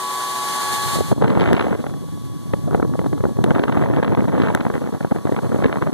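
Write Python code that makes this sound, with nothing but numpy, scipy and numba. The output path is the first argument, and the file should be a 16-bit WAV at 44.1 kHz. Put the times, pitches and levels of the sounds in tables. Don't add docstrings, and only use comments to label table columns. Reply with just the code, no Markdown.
import sys
import numpy as np
from scipy import signal
from scipy.fft import rfft, irfft, next_fast_len
from scipy.io import wavfile
from numba import njit

SR = 44100
rng = np.random.default_rng(int(sys.argv[2]) if len(sys.argv) > 2 else 0)


def wav_record(signal):
    frames = np.transpose(np.atleast_2d(signal))
    bounded = np.clip(frames, -1, 1)
    quanta = np.round(bounded * 32767).astype(np.int16)
    wavfile.write(sys.argv[1], SR, quanta)


N = 261513
TIME = np.arange(N) / SR
SIZE = next_fast_len(N + 2048)
FREQ = np.maximum(np.arange(SIZE // 2 + 1) * SR / SIZE, 1)

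# time in seconds, change of the rushing air in dB, change of the blade tones in dB.
FAN_NEARNESS = [(0, -3, -1), (.3, -1.5, -0.5), (.6, -0.5, 0.5), (.9, 1.5, 1), (1.3, 1, -3.5), (2.3, 1, 1),
                (3.3, 0.5, 0.5), (3.9, -2.5, -6), (4.6, -1, -3), (4.9, 0.5, 0.5), (5.55, 2, 2),
                (5.93, -1, -3)]
# time in seconds, force in dB, roughness in dB (crackle against rumble).
AIR_STREAM = [(0, -103, -23), (.45, -82, -27), (.88, -56.5, -42), (1.14, -35, -57), (1.24, -15, -9.5),
              (1.36, -18, -9), (1.41, -18.5, -5), (1.56, -19, -3.5), (1.64, -17.5, -5), (1.77, -28.5, -6),
              (1.95, -26.5, -23), (2.25, -29.5, -68), (2.63, -26, -29), (2.74, -17.5, -16.5),
              (2.9, -19.5, -42), (3.36, -21.5, -29.5), (3.53, -15, -10), (3.85, -21, -8), (4.3, -18, -11),
              (4.43, -20, -4), (4.9, -28.5, -9), (5.36, -25.5, -11.5), (5.62, -19.5, -9), (5.78, -24, -5.5),
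              (5.93, -17.5, -11.5)]
# frequency in Hz, relative density in dB per Hz.
FLUTTER_COLOUR = [(100, -16), (200, 4), (320, 0.5), (480, -3.5), (700, -12.5), (1100, -20), (2500, -59.5)]
CRACKLE_COLOUR = [(200, -56), (450, -3), (750, -1), (1100, -3.5), (1800, -11), (2600, -26), (4000, -43),
                  (6000, -66), (10000, -63)]
FIZZ_COLOUR = [(600, -0.5), (1600, 1.5), (2500, -2), (3800, -11.5), (5000, -24), (8000, -21), (14000, -55)]


def undb(db):
    return 10 ** (np.asarray(db) / 20)


def curves(table):
    s, *columns = np.transpose(table)
    return [np.interp(TIME, s, c) for c in columns]


def colour_gain(points):
    hz, db = np.transpose(points)
    return undb(np.interp(np.log(FREQ), np.log(hz), db))


def shaped_noise(gain):
    x = irfft(rfft(rng.standard_normal(SIZE)) * gain, SIZE)[:N]
    return x / x.std()


def noise(points):
    return shaped_noise(colour_gain(points))


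def band_noise(centre_hz, width_hz):
    return shaped_noise(1 / (1 + (2 * (FREQ - centre_hz) / width_hz) ** 2))


def walk(rate):
    return shaped_noise(1 / (1 + (FREQ / rate) ** 4))


def tones(turn, orders, waver_db):
    out = 0
    for order, db in orders:
        start = rng.uniform(0, 2 * np.pi)
        level = undb(db + waver_db * walk(20))
        out = out + level * np.sin(order * turn + start)
    return np.sqrt(2) * out


def both_ports(sound, lag):
    return np.array([sound, np.pad(sound, (lag, 0))[:N]])


def whine(shaft_hz=93.9, wobble=0.00061, blade_waver_db=0.0, motor_waver_db=1.0,
          second_hz=1006.2, second_wobble=0.0012, second_waver_db=2.0,
          blur_db=-75.0, blur_hz=1025, blur_width_hz=70):
    # multiple of the shaft rate, relative level in dB.
    blade_orders = [(4, -64.5), (5, -72.5), (8, -77), (12, -54), (13, -97), (21, -83)]
    # multiple of the shaft rate, relative level in dB.
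    motor_groups = [(9, -61), (18, -64.5)], [(36, -67)], [(45, -70.5), (72, -80), (90, -70)]
    # time in seconds, then the change of the low, cogging and top tones in dB.
    group_changes = [(0, -7, -9, -8), (.32, -6, -11, -10), (.55, -1.5, -4, -0.5), (.78, 2, -1, 6),
                     (.95, -3, -6, 4.5), (1.3, -3, 5, 5), (2.2, -8, 2.5, -6), (3, 1, -4.5, -3),
                     (4, -5, 0, -1.5), (5.93, -11, -5, 5)]
    # time in seconds, level in dB about which it wavers.
    second_level = [(0, -60.5), (.45, -62.5), (.7, -68), (1.1, -71), (2.2, -60), (5.9, -60)]

    turn = 2 * np.pi * np.cumsum(shaft_hz * (1 + wobble * walk(9.4))) / SR
    blades = tones(turn, blade_orders, blade_waver_db) * undb(curves(FAN_NEARNESS)[1])
    motor = 0
    for orders, change_db in zip(motor_groups, curves(group_changes)):
        motor = motor + tones(turn, orders, motor_waver_db) * undb(change_db)

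    second_turn = 2 * np.pi * np.cumsum(second_hz * (1 + second_wobble * walk(8.7))) / SR
    second_gain = undb(curves(second_level)[0] + second_waver_db * walk(22))
    second = np.sqrt(2) * second_gain * np.sin(second_turn)
    blur = undb(blur_db) * band_noise(blur_hz, blur_width_hz)
    return both_ports(blades + second + blur, lag=5) + both_ports(motor, lag=2)


def rush(air_db=-50, flicker_db=1.0, shared_hz=350):
    # frequency in Hz, relative density in dB per Hz.
    air_colour = [(40, -23), (120, 3), (260, 1.5), (400, -3.5), (620, -3.5), (800, 0), (1000, -2.5),
                  (1400, -6), (2500, -7.5), (4500, -4), (5400, -9), (7000, -5), (9200, -5), (12000, -10),
                  (14000, -12)]
    colour = colour_gain(air_colour)
    shared = 1 / (1 + (FREQ / shared_hz) ** 2)
    share = np.sum(colour ** 2 * shared) / np.sum(colour ** 2)
    common = np.sqrt(share) * shaped_noise(colour * np.sqrt(shared))
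    separate = np.array([shaped_noise(colour * np.sqrt(1 - shared)) for _ in range(2)])
    own = np.sqrt(1 - share) * separate
    return (common + own) * undb(air_db + curves(FAN_NEARNESS)[0] + flicker_db * walk(15.5))


def rough_bands():
    # centre in Hz, width in Hz, level in dB once risen.
    bands = [(1680, 110, -68), (3750, 170, -83.5), (5800, 190, -62.5), (11100, 3300, -58.5)]
    rise = np.interp(TIME, [1.0, 1.5], [.2, 1])
    ports = [sum(undb(db) * band_noise(hz, width) for hz, width, db in bands) for _ in range(2)]
    return rise * np.array(ports)


def gusts(turbulence, spread_db):
    gain = undb(spread_db * turbulence)
    return gain / np.sqrt(np.mean(gain ** 2))


def grains(points, per_s, spread_db):
    struck = rng.random(N) < per_s / SR
    kinks = struck * undb(spread_db * rng.uniform(-1.04, 1, N))
    x = irfft(rfft(kinks, SIZE) * colour_gain(points), SIZE)[:N]
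    return (x - x.mean()) / x.std()


def lulls(push_db, rough_db, lull_db=5, lull_hz=24, edge_db=-27, core_db=-14):
    at_edge = np.clip((core_db - push_db) / (core_db - edge_db), 0, 1)
    return lull_db * at_edge * undb(rough_db / 3) * (np.tanh(2 * walk(lull_hz)) - .5)


def stream(surge_db=-13, surge_growth=0.67, rumble_db=-1, flutter_db=3.5, crackle_db=-4, fizz_db=-6.0,
           rumble_spread_db=2.5, flutter_spread_db=2.0, crackle_spread_db=3.0, fizz_spread_db=4,
           fizz_growth=1.68):
    # frequency in Hz, relative density in dB per Hz.
    surge_colour = [(20, -17), (40, 0.5), (70, -11.5), (105, -0.5), (150, -3), (250, -57), (600, -86)]
    rumble_colour = [(20, -32), (40, -51), (80, -3.5), (130, 5), (200, 1), (280, -2), (380, -11.5),
                     (520, -32), (800, -84), (2000, -79)]
    push_db, rough_db = curves(AIR_STREAM)
    push_db = push_db + lulls(push_db, rough_db)
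    turbulence = 2 * np.tanh((1.3 * walk(28.5) + 1.7 * walk(314)) / 2)

    surge = undb(surge_db + surge_growth * push_db) * noise(surge_colour)
    rumble = undb(rumble_db) * gusts(turbulence, rumble_spread_db) * noise(rumble_colour)
    flutter = undb(flutter_db) * gusts(turbulence, flutter_spread_db) * noise(FLUTTER_COLOUR)
    crackle_grains = grains(CRACKLE_COLOUR, per_s=700, spread_db=9.5)
    crackle = undb(crackle_db) * gusts(turbulence, crackle_spread_db) * crackle_grains
    fizz_grains = grains(FIZZ_COLOUR, per_s=1000, spread_db=-1.5)
    fizz = undb(fizz_db) * gusts(turbulence, fizz_spread_db) * fizz_grains

    whirls = undb(rough_db / 2) * flutter + undb(rough_db) * crackle + undb(fizz_growth * rough_db) * fizz
    return surge + undb(push_db) * (rumble + whirls)


def random_eddies(median_gap_s=1 / 17, smoothing=0.14, thump_db=7.5, crackle_db=9.5, spread_db=5):
    gap, thump, crackle = rng.standard_normal((400, 3)).T
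    times = np.cumsum(np.exp(.7 * gap)) * median_gap_s
    push_db, rough_db = (np.interp(times, TIME, c) for c in curves(AIR_STREAM))
    thumps_db = push_db + smoothing * rough_db + thump_db + spread_db * thump
    crackles_db = push_db + rough_db + crackle_db + spread_db * crackle
    rows = np.column_stack([times, thumps_db, crackles_db])
    return rows[times < TIME[-1]]


def bursts(times, dbs, source, rise_s, fall_s):
    out = np.zeros(N)
    for s, db in zip(times, dbs):
        near = slice(*np.searchsorted(TIME, [s - 4 * rise_s, s + 4 * fall_s]))
        t = TIME[near] - s
        shape = np.exp(-.5 * (t / np.where(t < 0, rise_s, fall_s)) ** 2)
        piece = shape * source[near]
        levelling = np.sqrt(np.sum(shape ** 2) / (np.sum(piece ** 2) + 1e-18))
        out[near] += undb(db) * piece * levelling
    return out


def eddies(rows, thump_db=1.5, core_s=0.00056, reach_s=0.0037, wake_db=-9, wake_rise_s=0.0028, wake_s=0.0048,
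           burst_rise_s=0.0012, burst_s=0.0012, crackle_db=-2.0, fizz_db=-12.5):
    thumps = np.zeros(N)
    chance = rng.standard_normal((len(rows), 2))
    for (s, db, _), (lean, girth) in zip(rows, chance):
        near = slice(*np.searchsorted(TIME, [s - 5 * reach_s, s + 5 * reach_s]))
        t = (TIME[near] - s) * np.exp(0.12 * girth)
        push = 1 / (core_s + 1j * t) - 1 / (reach_s + 1j * t)
        leaning = np.real(np.exp(.6j * lean) * push)
        swirl = leaning * np.exp(-.5 * (t / reach_s) ** 2)
        thumps[near] += undb(db + thump_db) * swirl / np.abs(swirl).max()

    times, push_db, burst_db = np.transpose(rows)
    wake = bursts(times, push_db + wake_db, noise(FLUTTER_COLOUR), wake_rise_s, wake_s)
    crackle = grains(CRACKLE_COLOUR, per_s=2700, spread_db=6.5)
    fizz = undb(fizz_db) * grains(FIZZ_COLOUR, per_s=2500, spread_db=6.5)
    breakup = bursts(times, burst_db + crackle_db, crackle + fizz, burst_rise_s, burst_s)
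    return thumps + wake + breakup


def snaps(snap_db=-2, lean_spread=0.5, swarm_db=-8, swarm_s=0.0024, swarm_spread_db=2, port_hz=5200, count=4):
    # time in seconds, relative level in dB, width of the core in seconds.
    pressure_snaps = [(1.2223, -8, 0.00017), (1.2424, -10.5, 0.00015), (1.2803, -12, 0.00013),
                      (1.3023, -9, 0.00015), (1.3992, -8, 0.00013), (1.4092, -8.5, 0.0001),
                      (1.4197, -10, 0.00011), (1.4404, -8, 0.00017), (1.4603, -7, 0.00019),
                      (1.477, -8, .00018), (1.49, -6, 0.00018), (1.5495, -10, .00016),
                      (1.5675, -6, 0.00016), (1.5975, -2, 0.00017), (1.6113, -5, 0.00017),
                      (1.6459, -17, .00018), (1.867, -12.5, 0.00038), (2.537, -8, .00022),
                      (2.748, -4.5, .00033), (2.799, -10, 0.00045), (2.827, -6, 0.00036),
                      (3.4416, -6, .00015), (3.552, -8.5, .0002), (3.5958, -9, 0.00016),
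                      (3.6382, -5.5, 0.00014), (3.726, -9.5, 0.00017), (3.7754, -11, 0.00017),
                      (3.9637, -12.5, 0.00016), (4.03, -10, 0.00018), (4.0473, -5.5, .0002),
                      (4.08, -8, 0.00021), (4.15, -13, 0.00014), (4.174, -11, 0.00028),
                      (4.4209, -7.5, 0.00014), (4.4444, -14, .0002), (4.6075, -10.5, .00015),
                      (5.1205, -8, 0.00036), (5.3655, -11, 0.0002), (5.39, -12, 0.00032),
                      (5.643, -4.5, 0.00016), (5.6617, -8.5, 0.00016), (5.728, -8, 0.00021)]
    out = np.zeros(N)
    weaker = np.arange(count + 1) > 0
    chance = rng.standard_normal((len(pressure_snaps), 3, count + 1))
    for (s, db, core_s), (lean, late, size) in zip(pressure_snaps, chance):
        near = slice(*np.searchsorted(TIME, [s - .02, s + .02]))
        t = TIME[near, None] - s - weaker * swarm_s * late
        swings = np.imag(np.exp(1j * lean_spread * lean) / (1 + 1j * t / core_s) ** 2)
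        out[near] += swings @ undb(db + snap_db + weaker * (swarm_db + swarm_spread_db * size))
    return signal.sosfilt(signal.butter(3, port_hz, fs=SR, output="sos"), out)


def stalls(width_s=0.0059, deeper_db=-1):
    # time in seconds, change in dB before the common deepening.
    stall_moments = [(1.265, -4), (1.292, -4), (1.316, -1), (1.361, 3.5), (1.45, -0.5), (1.496, -0.5),
                     (1.588, -6.5), (1.604, -6), (1.635, -9.5), (1.703, 4.5), (1.784, 1), (2.766, -3),
                     (2.816, -3), (2.966, -12), (3.104, -2), (3.223, -10), (3.338, -17), (3.491, -2),
                     (3.529, -14.5), (3.664, -17), (3.707, -7), (4.014, -9.5), (4.162, -13), (4.268, -12),
                     (4.293, -3), (4.311, -6.5), (4.535, -3.5), (4.586, -3), (4.634, 4), (4.688, -3),
                     (4.72, -8), (4.798, -8), (4.916, -16), (4.989, -17), (5.09, -11), (5.134, -10),
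                     (5.204, -5), (5.228, -5), (5.306, -11), (5.356, -25), (5.411, -9), (5.482, -8),
                     (5.573, -7), (5.803, -14), (5.85, -4.5), (5.911, -18)]
    return undb(sum((db + deeper_db) * np.exp(-.5 * ((TIME - s) / width_s) ** 2) for s, db in stall_moments))


def knocks(ring_hz=1580, ring_s=0.00055, edge_s=0.00058, edge_late_s=0.00037):
    # time in seconds, ring level in dB, edge level in dB.
    ringing_knocks = [(1.531, -10, -17), (3.4408, -21, -21.5), (4.5495, -5.5, -16.5)]
    # frequency in Hz, relative density in dB per Hz.
    edge_colour = [(1000, -15), (2400, 11), (3700, 6), (5200, -2), (7000, -0.5), (10000, -4), (14000, -6)]
    ring = 0
    for s, db, _ in ringing_knocks:
        t = TIME - s
        ring = ring + undb(db) * np.exp(-.5 * (t / ring_s) ** 2) * np.sin(2 * np.pi * ring_hz * t)
    times, _, edge_db = np.transpose(ringing_knocks)
    return ring + bursts(times + edge_late_s, edge_db, noise(edge_colour), edge_s, edge_s)


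def scene(low_cut_hz=65):
    # time in seconds, relative thump level in dB, relative crackle level in dB.
    timed_eddies = [(0.971, -34, -64), (0.988, -29, -59), (1.009, -19.5, -62), (1.117, -15, -28.5),
                    (1.127, -13.5, -31), (1.18, -18, -48), (1.215, -14, -23), (1.223, -1, -27),
                    (1.243, -7.5, -23), (1.279, -21, -37), (1.305, -11, -28), (1.331, -14, -25),
                    (1.37, -17, -30), (1.394, -12, -22), (1.403, -11, -32), (1.412, -11, -28),
                    (1.423, -11, -24), (1.432, -8, -12), (1.459, -18, -19), (1.478, -1, -26),
                    (1.513, -6, -16), (1.526, -8, -20), (1.531, -9, -41), (1.542, -7, -17),
                    (1.566, -19, -23), (1.58, -22, -14), (1.597, -11.5, -23), (1.611, -18, -26),
                    (1.651, -15, -27), (1.668, -8, -18), (1.715, -21, -34), (1.729, -15, -15.5),
                    (1.752, -9.5, -29), (1.791, -16, -42), (1.867, -15.5, -22), (2.538, -4.5, -17),
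                    (2.683, -11.5, -48), (2.711, -13, -26), (2.732, -12, -22), (2.748, -3, -23),
                    (2.779, -12, -34), (2.799, -7, -25), (2.828, -4, -20.5), (2.85, -9.5, -34),
                    (2.938, -16, -24), (2.955, -13, -39), (2.993, -11, -21), (3.016, -12.5, -34),
                    (3.044, -16, -22.5), (3.063, -7.5, -21.5), (3.13, -7.5, -22), (3.18, -15, -30),
                    (3.207, -13, -28), (3.24, -5.5, -19), (3.254, -7.5, -17.5), (3.292, -15, -47),
                    (3.305, -28, -46), (3.37, -18, -32), (3.443, -4, -40), (3.464, -13, -24),
                    (3.476, -12.5, -34), (3.514, -3.5, -22), (3.56, -20, -18), (3.597, -5, -41),
                    (3.638, -7, -15), (3.653, -22, -25), (3.682, -25, -16), (3.697, -11.5, -17),
                    (3.723, -10, -19.5), (3.773, -3, -16), (3.824, -17, -16), (3.839, -7, -20),
                    (3.86, -19, -18.5), (3.878, -16, -37), (3.901, -6.5, -21), (3.938, -14, -18),
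                    (3.971, -5.5, -22), (4.0, -10, -23), (4.029, -8, -14.5), (4.122, -12, -17.5),
                    (4.15, -30, -15), (4.174, -11, -20), (4.194, -8, -24), (4.207, -21, -20),
                    (4.223, -10, -22), (4.243, -15, -31), (4.282, -14.5, -19.5), (4.341, -7.5, -41),
                    (4.401, -5, -17), (4.437, -7, -19), (4.466, -22, -34), (4.503, -18, -16),
                    (4.551, -2.5, -25), (4.575, -16, -20), (4.612, -14, -20), (4.652, -10.5, -16.5),
                    (4.667, -6.5, -15.5), (4.702, -12, -18.5), (4.741, -13, -21), (4.754, -11, -19.5),
                    (4.78, -17, -24), (4.818, -9, -27.5), (4.89, -16.5, -27), (4.928, -15.5, -48),
                    (4.949, -16, -43), (5.012, -13.5, -43), (5.048, -8, -22.5), (5.08, -24, -47),
                    (5.113, -14, -23.5), (5.121, -3, -29), (5.148, -20, -30), (5.162, -13, -24),
                    (5.186, -20, -26), (5.254, -8, -26), (5.272, -9.5, -22), (5.294, -9, -28),
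                    (5.323, -7.5, -18.5), (5.346, -15, -26), (5.365, -14, -24), (5.39, -16, -17),
                    (5.433, -15, -28), (5.446, -11, -25), (5.52, -15, -22), (5.546, -10, -43),
                    (5.562, -10, -42), (5.591, -7, -38), (5.603, -26, -24), (5.624, -9, -15),
                    (5.646, -5, -14), (5.657, -1, -18), (5.684, -22, -26), (5.697, -14, -21.5),
                    (5.716, -21, -29), (5.729, -19, -34), (5.742, -24, -19), (5.772, -12, -19.5),
                    (5.82, -16, -24), (5.873, -10, -18.5)]
    steady = whine() + rush() + rough_bands()
    flow = stalls() * (stream() + eddies(random_eddies()))
    buffeting = flow + eddies(timed_eddies) + snaps() + knocks()
    wind = signal.sosfilt(signal.butter(2, low_cut_hz, "high", fs=SR, output="sos"), buffeting)
    return steady + np.array([[1], [0]]) * wind


def widen(ports, low=1.0, high=0.23, edge_hz=4300, lag=17):
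    cross = high + (low - high) / (1 + (FREQ / edge_hz) ** 16)
    delay = np.exp(-2j * np.pi * FREQ * lag / SR)
    spectra = rfft(ports, SIZE)
    return irfft(spectra - cross * delay * spectra[::-1], SIZE)[:, :N]


@njit
def gain_control(power, open_db, limit_db, fall_db_per_s, sense_s):
    out, gain_db, heard = np.empty(len(power)), open_db, 1e-12
    for i in range(len(power)):
        heard += (power[i] - heard) / (sense_s * SR)
        over_db = 10 * np.log10(heard + 1e-18) + gain_db - limit_db
        haste = min(1., max(0., over_db / 2))
        gain_db = max(0., gain_db - fall_db_per_s / SR * haste)
        out[i] = gain_db
    return out


def record(dry):
    wide = widen(dry)
    power = np.mean(wide ** 2, axis=0)
    gain_db = gain_control(power, open_db=22.5, limit_db=-19.0, fall_db_per_s=452.0, sense_s=0.01)
    loud = wide * undb(gain_db)
    rounded = loud / (1 + loud ** 4) ** .25
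    top_cut = signal.ellip(10, .2, 70, 13950, fs=SR, output="sos")
    return signal.sosfilt(top_cut, rounded)


dry = scene()
out = record(dry)
wav_record(out)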